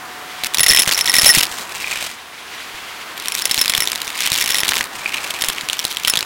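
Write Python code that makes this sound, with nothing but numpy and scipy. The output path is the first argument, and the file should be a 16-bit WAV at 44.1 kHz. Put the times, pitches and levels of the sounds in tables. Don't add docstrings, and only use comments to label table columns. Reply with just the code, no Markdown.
import sys
import numpy as np
from scipy import signal
from scipy.fft import rfft, irfft
from scipy.io import wavfile

SR = 44100
rng = np.random.default_rng(int(sys.argv[2]) if len(sys.argv) > 2 else 0)


def digitize_waveform(pressure):
    field = np.atleast_2d(pressure).T
    bounded = np.clip(field, -1, 1)
    quanta = np.round(bounded * 32767).astype(np.int16)
    wavfile.write(sys.argv[1], SR, quanta)


N = 275625

# (frequency [Hz], level [dB per Hz])
CRACK_SPECTRUM = [(60, -16.5), (900, -10.5), (2100, -1.5), (3600, 3), (5000, -3), (9000, -3), (16000, -8)]
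CUTOFF_HZ = 16000
NOZZLE_HZ, NOZZLE_Q = 2430, 4.3


def from_db(db):
    return 10 ** (np.asarray(db) / 20)


def rms_one(x):
    power = np.mean(x ** 2, axis=-1, keepdims=True)
    return x / np.sqrt(power + 1e-20)


def in_time(rows, outside=None):
    s, *columns = np.transpose(rows)
    t = np.arange(N) / SR
    return [np.interp(t, s, column, outside, outside) for column in columns]


def drift(rate_hz):
    step, warm_up = 40, 2000
    r = np.exp(-2 * np.pi * rate_hz * step / SR)
    noise = rng.standard_normal(N // step + warm_up + 2)
    slow = signal.lfilter([1], [1, -2 * r, r * r], noise)[warm_up:]
    return np.interp(np.arange(N) / step, np.arange(len(slow)), rms_one(slow))


def colour(x, spectrum):
    size = 2048
    hz, db = np.transpose(spectrum)
    grid = np.maximum(np.arange(size // 2 + 1) * SR / size, 1)
    gains = from_db(np.interp(np.log(grid), np.log(hz), db))
    cepstrum = irfft(np.log(gains))
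    fold = np.r_[1, np.full(size // 2 - 1, 2), 1, np.zeros(size // 2 - 1)]
    response = irfft(np.exp(rfft(cepstrum * fold)))
    response = response.reshape((1,) * (x.ndim - 1) + (-1,))
    return signal.fftconvolve(x, response, axes=-1)[..., :x.shape[-1]]


def place(times, db, sounds, span_s):
    out = np.zeros(N + sounds.shape[1])
    power = np.mean(sounds[:, :int(span_s * SR)] ** 2, axis=1)
    gains = from_db(db) / np.sqrt(power)
    for s, gain, sound in zip(times, gains, sounds):
        at = int(s * SR)
        out[at:at + len(sound)] += gain * sound
    return out[:N]


def air(flutter_db):
    # (time [s], rush level [dB], hiss level [dB])
    flow = [(0,-34.5,-39), (.27,-34,-37.5), (.4,-35.5,-32.5), (.8,-33.5,-40), (1.35,-29.5,-33.5),
            (1.65,-35,-40.5), (2.05,-38,-29.5), (2.2,-40,-39.5), (2.4,-39.5,-36.5), (2.62,-36.5,-32.5),
            (3.1,-35.5,-34), (4.1,-34.5,-34.5), (4.22,-36.5,-24.5), (4.78,-29.5,-37), (4.9,-34.5,-38.5),
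            (5.3,-32.5,-35.5), (5.95,-37,-32.5), (6.25,-34.5,-36)]
    # (frequency [Hz], level [dB per Hz])
    rush_spectrum = [(25, -23), (160, -8), (350, -2), (550, -5), (1000, 3), (1850, 0), (2500, -14.5),
                     (5000, -14.5), (9000, -18), (16000, -19.5)]
    # (frequency [Hz], level [dB per Hz])
    hiss_spectrum = [(400, -21.5), (1400, -10.5), (2100, 2), (3300, -1), (4500, -5.5), (6000, -10),
                     (10000, -16.5), (16000, -24)]
    rush_db, hiss_db = in_time(flow)
    rush_gain = from_db(rush_db + 1.0 + .5 * drift(29))
    rush = rush_gain * rms_one(colour(rng.standard_normal(N), rush_spectrum))
    hiss_gain = from_db(hiss_db + flutter_db * drift(17))
    hiss = hiss_gain * rms_one(colour(rng.standard_normal(N), hiss_spectrum))
    return rush + hiss


def motor():
    # (frequency [Hz], level [dB], wander [Hz])
    whine = [(733.5, -55.5, 2.03), (10400, -57.5, 12), (74, -62.5, 1.02)]
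    # (time [s], level [dB])
    first_tone_level = [(.4, 12.5), (2.0, 3.5), (2.4, 2)]
    wander = drift(1.005)
    tones = []
    for hz, db, wander_hz in whine:
        phase = 2 * np.pi * np.cumsum(hz + wander_hz * wander) / SR
        tones.append(from_db(db) * np.sqrt(2) * np.sin(phase))
    first_db, = in_time(first_tone_level)
    return tones[0] * from_db(first_db) + sum(tones[1:])


def jostle(per_s, size_db, cycles, grit_db, count=16):
    # (time [s], level of the ticks [dB])
    mouthfuls = [
        [(.43,-22.5), (.48,-23.5)],
        [(.53,-27), (.6,-42), (.78,-33), (.86,-22), (.94,-24), (1.03,-28.5), (1.26,-21), (1.42,-21.5),
         (1.5,-34.5)],
        [(3.17,-35), (3.37,-30.5), (3.75,-31), (4.14,-36.5), (4.21,-25.5), (4.5,-26.5), (4.78,-25.5),
         (4.88,-39.5)],
        [(5.38,-36), (5.47,-32), (5.65,-42.5), (6.03,-30.5), (6.14,-41), (6.25,-53)],
    ]
    # (frequency [Hz], level [dB per Hz])
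    tick_spectrum = [(500, -8.5), (2000, -4), (3300, -2), (6000, -2.5), (9000, -5), (16000, -25)]
    level, = sum(from_db(in_time(rows, outside=-120)) for rows in mouthfuls)
    sizes = from_db(size_db * np.clip(rng.standard_normal(N), -2, 2))
    hits = sizes * (rng.random(N) < per_s / SR)
    dealt = rng.integers(0, count, N)
    ticks = 0
    for k, hz in enumerate(np.geomspace(2100, 8800, count)):
        r = from_db(-60 * hz / (cycles * SR))
        w = 2 * np.pi * hz / SR
        own_hits = hits * (dealt == k) + 1e-18
        ticks = ticks + signal.lfilter([0, np.sin(w)], [1, -2 * r * np.cos(w), r * r], own_hits)
    grit_fade = signal.lfilter([1], [1, -from_db(-60 / (0.0074 * SR))], hits + 1e-18)
    grit = grit_fade * rng.standard_normal(N)
    ticks = rms_one(colour(ticks, tick_spectrum))
    return level * (ticks + from_db(grit_db) * rms_one(colour(grit, CRACK_SPECTRUM)))


def cracks(count, t60, tail_db, tail_t60):
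    t = np.arange(int(SR / 20)) / SR
    fade = from_db(-60 * t / t60) + from_db(tail_db - 60 * t / tail_t60)
    return colour(rng.standard_normal((count, len(t))) * fade, CRACK_SPECTRUM)


def clacks(rows, t60, knock_db, crack_db, reach):
    s, db, hz = np.transpose(rows)
    t = np.arange(int(SR / 50)) / SR
    knocks = np.sin(2 * np.pi * np.outer(hz, t)) * from_db(-60 * t / t60)
    snaps = cracks(len(s), t60=0.0054, tail_db=-12.5, tail_t60=0.021)
    edges = np.minimum(reach * hz, CUTOFF_HZ)
    dulled = []
    for edge, snap in zip(edges, snaps):
        b, a = signal.butter(2, edge, fs=SR)
        dulled.append(signal.lfilter(b, a, snap))
    knock_layer = place(s, db + knock_db, knocks, span_s=0.0027)
    return knock_layer + place(s, db + crack_db, np.array(dulled), span_s=0.003)


def tube_ring(times, db, reach, damping, uneven_db, count=14):
    # (lowest frequency [Hz], spread of its overtones [Hz], level [dB], 60 dB fade of the lowest [s])
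    tube_modes = [(1866, 380, 2.5, 0.039), (5270, 676, 1, 0.1), (10056, 910, -2.5, 0.1)]
    t = np.arange(int(SR * .15)) / SR
    k = np.arange(count)
    ladder = (k / count) ** 2
    spot = reach * rng.uniform(0.19, 1, (len(times), 1))
    out = 0
    for hz, spread_hz, mode_db, t60 in tube_modes:
        modes = np.sin(2 * np.pi * np.outer(hz + spread_hz * ladder, t))
        modes *= from_db(-60 * np.outer(1 + damping * ladder, t) / t60)
        chance = 1 + 0.72 * rng.standard_normal((len(times), count))
        weights = np.cos(np.pi * k * spot) * np.sqrt(k + 1) * chance
        gains = from_db(mode_db + uneven_db * rng.standard_normal((len(times), 1)))
        out = out + gains * (weights @ modes)
    return place(times, db, out, span_s=0.0028)


def strikes(rows):
    s, db, ring_db = np.transpose(rows)
    bursts = cracks(len(s), t60=0.0078, tail_db=-16, tail_t60=0.033)
    skids = place(s, db + 2.0, bursts, span_s=0.0031)
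    return skids + tube_ring(s, ring_db + 2.0, reach=0.33, damping=7, uneven_db=2.8)


def bumps(t60, corner_hz, level_db):
    # (time [s], level [dB])
    thud_rows = [(0.603, -13), (0.706, -8), (0.874, -6), (1.233, -8), (1.371, -2), (1.6, -24), (1.969, -30),
                 (2.745, -26), (3.579, -14), (3.78, -13), (4.318, -10), (4.692, -20), (4.794, -21),
                 (5.484, -12), (5.634, -22), (6.172, -15)]
    s, db = np.transpose(thud_rows)
    t = np.arange(int(SR / 10)) / SR
    push = rng.standard_normal((len(s), len(t))) * from_db(-60 * t / t60)
    thuds = signal.sosfilt(signal.butter(2, corner_hz, fs=SR, output="sos"), push)
    return place(s, db + level_db, thuds, span_s=0.01)


def ricochets(count=24):
    # (start [s], length [s], contact level [dB], tube ring level [dB])
    handfuls = [(0.669, .14, -8, -10.5), (0.922, .07, -18.5, -19), (1.061, .055, -15.5, -10.5),
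                (1.141, .025, -10, -14), (1.196, .045, -9.5, -9), (1.245, .075, -5, -3),
                (1.36, .036, -13, -13), (3.822, .03, -21, -21), (4.33, .24, -19.5, -25.5),
                (5.412, .012, -15.5, -13.5), (6.08, .008, -7, -20)]
    # (lowest [Hz], highest [Hz])
    lowest_hz, highest_hz = (1880, 5600)
    rate_per_s, uneven = 85, .45
    spread_db = 4
    wall_share = .65
    on_wall, on_piece = [], []
    for start, length, db, ring_db in handfuls:
        gap, force, ring = rng.standard_normal((3, count))
        target, size = rng.random((2, count))
        gaps = np.exp(uneven * gap) / rate_per_s
        s = start + np.cumsum(gaps) - gaps[0]
        inside = s < start + length
        wall = target < wall_share
        level = db + spread_db * force
        ring_level = ring_db + spread_db * ring
        hz = lowest_hz * (highest_hz / lowest_hz) ** size
        on_wall.append(np.c_[s, level, ring_level][inside & wall])
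        on_piece.append(np.c_[s, level, hz][inside & ~wall])
    return np.vstack(on_wall), np.vstack(on_piece)


def coins():
    # (time [s], peak level [dB], tube ring level [dB])
    hard_blows = [(0.5453, 2, -25), (0.5942, 3, -18), (0.6052, 6, -10), (0.6319, 11, -8.5),
                  (0.6416, -3, -23), (0.6632, 2, -9), (0.6887, 0, -9.5), (0.7095, 4, -10),
                  (0.7474, 7, -11.5), (0.772, -4, -13), (0.7981, 2, -10), (0.82, 1, -14), (0.9774, -8, -19),
                  (1.0099, -3, -13.5), (1.0566, -12, -21), (1.1403, 6, -11), (1.1839, 10, 0), (1.26, 5, 1),
                  (1.2899, 1, 0), (1.3489, 7, -9), (1.3846, 6, -17), (3.321, -7, -25.5), (3.4206, -8, -27),
                  (3.4544, 3, -19), (3.5118, 2.5, -19), (3.5439, -2.5, -27), (3.591, -6, -20),
                  (3.6135, 6, -11.5), (3.6965, 4.5, -22), (3.7773, -2, -22), (3.8043, 1, -18),
                  (4.4115, -4, -17.5), (4.5045, -4.5, -24), (4.5449, -4, -16), (4.584, -2, -19.5),
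                  (4.6038, -6, -21), (5.4204, -3, -23), (5.4454, -8, -30), (5.4853, -1.5, -27),
                  (6.0746, -4, -17), (6.098, 3, -15)]
    # (time [s], peak level [dB], pitch [Hz])
    loud_clacks = [(0.4365, -1.5, 3360), (0.4666, -9, 2430), (0.5717, -2, 4180), (0.5842, 6, 5570),
                   (0.876, 0, 1870), (0.8921, 3, 1870), (0.9119, -3.5, 2190), (1.4115, 0, 2720),
                   (1.4315, 8, 5360), (3.258, -8.5, 3650), (3.2835, 0.5, 5600), (3.3509, -2, 5700),
                   (3.3907, -7, 3680), (3.5776, 2, 4110), (3.5846, -2, 5320), (3.6398, -10, 2370),
                   (3.6581, 4, 3930), (3.6798, 3, 4870), (3.737, 1, 2210), (3.7499, 7, 3500),
                   (3.874, 3, 3680), (3.918, -1.5, 4900), (3.9308, -5.5, 2280), (3.9577, -4.5, 4000),
                   (4.0175, -3, 4040), (4.0781, -6.5, 2280), (4.2378, -5, 3060), (4.2637, 0, 5550),
                   (4.2743, -1, 3170), (4.3183, 4, 3970), (4.6334, 3.5, 1890), (4.6815, 4, 3670),
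                   (4.69, 5, 3560), (4.7199, 1.5, 1780), (4.7682, 1, 2270), (4.8092, 3, 1990),
                   (5.307, -2, 3650), (5.3393, -8.5, 2370), (5.4388, -1, 1890), (5.4998, -2, 3380),
                   (5.5832, -7, 2210), (5.6105, -5.5, 2230), (5.6873, -3.5, 2700), (5.6987, -0.5, 3180),
                   (5.7309, 0, 2920), (5.792, -1.5, 5650), (5.7978, -8, 5370), (5.8436, -7, 2880),
                   (5.8511, 3, 4100), (5.97, -2.5, 3230), (6.0488, 5, 3100), (6.137, 4, 2770),
                   (6.1554, -1, 3430), (6.1604, -4, 3830), (6.1724, 6, 3480), (6.177, -6, 3840),
                   (6.1904, -4, 5330), (6.2078, -3.5, 4280), (6.2276, -5.5, 2800)]
    clack_crest_db, strike_crest_db = 12.5, 9
    ring_gain_db = 3
    on_wall, on_piece = ricochets()
    on_wall = np.vstack([np.add(hard_blows, [0, -strike_crest_db, ring_gain_db]), on_wall])
    on_piece = np.vstack([np.add(loud_clacks, [0, -clack_crest_db, 0]), on_piece])
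    together = clacks(on_piece, t60=0.006, knock_db=-1.8, crack_db=0.1, reach=3.43)
    return together + strikes(on_wall)


def touches(per_s, size_db, t60):
    sizes = from_db(size_db * np.minimum(rng.exponential(1, N), 3))
    hits = sizes * (rng.random(N) < per_s / SR)
    fade = signal.lfilter([1], [1, -from_db(-60 / (t60 * SR))], hits + 1e-18)
    return fade * rng.standard_normal(N)


def drag():
    # (time [s], rasp level [dB], hollow ring level [dB])
    strokes = [
        [(1.47, -31.5, -49), (1.62, -27, -59), (1.68, -32, -33), (1.86, -26, -30), (1.96, -29, -27),
         (2.07, -24, -42), (2.16, -42, -66)],
        [(4.93, -34, -42), (5.05, -30.5, -32), (5.13, -30, -18.5), (5.22, -31, -29), (5.28, -27, -34),
         (5.38, -36, -29)],
    ]
    # (frequency [Hz], level [dB per Hz])
    rasp_spectrum = [(300, -1.5), (900, 3.5), (4200, 5), (5900, 2), (8200, 3), (10200, -3.5), (16000, -7.5)]
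    rasp, hollow = sum(from_db(in_time(rows, outside=-120)) for rows in strokes)
    slips = touches(per_s=480, size_db=3.0, t60=0.014)
    b, a = signal.iirpeak(NOZZLE_HZ, NOZZLE_Q, fs=SR)
    nozzle = signal.lfilter(b, a, slips)
    scrape = from_db(-2.5) * rasp * rms_one(colour(slips, rasp_spectrum))
    return scrape + from_db(-4.0) * hollow * rms_one(nozzle)


def rim_knocks(t60):
    # (time [s], level [dB])
    knock_rows = [(1.8434, -17), (1.873, -18), (1.927, -18), (5.0593, -11)]
    s, db = np.transpose(knock_rows)
    t = np.arange(int(SR / 20)) / SR
    ring = np.sin(2 * np.pi * NOZZLE_HZ * t) * from_db(-60 * t / t60)
    return place(s, db, np.tile(ring, (len(s), 1)), span_s=.003)


def room(x, t60, wet_db, dull_hz):
    t = np.arange(int(SR / 2)) / SR
    tail = rng.standard_normal(len(t)) * from_db(-60 * t / t60) * (t > .005)
    tail = tail / np.linalg.norm(tail)
    tail = signal.sosfilt(signal.butter(1, dull_hz, fs=SR, output="sos"), tail)
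    return from_db(wet_db) * signal.fftconvolve(x, tail)[:N]


def scene():
    machine = air(flutter_db=1.35) + motor()
    small = jostle(per_s=230, size_db=4.0, cycles=17.4, grit_db=3.0)
    wand = drag() + rim_knocks(t60=0.021)
    thuds = bumps(t60=0.035, corner_hz=167, level_db=-17.0)
    near = small + wand + coins()
    echo = room(near, t60=0.071, wet_db=-20.0, dull_hz=7060)
    return (near + echo + thuds + machine)[None]


def record(dry):
    top = 0.68
    clipped = dry / (1 + (dry / top) ** 4) ** (1 / 4)
    low_pass = signal.ellip(10, .1, 80, CUTOFF_HZ, fs=SR, output="sos")
    return signal.sosfilt(low_pass, clipped)


dry = scene()
out = record(dry)
digitize_waveform(out)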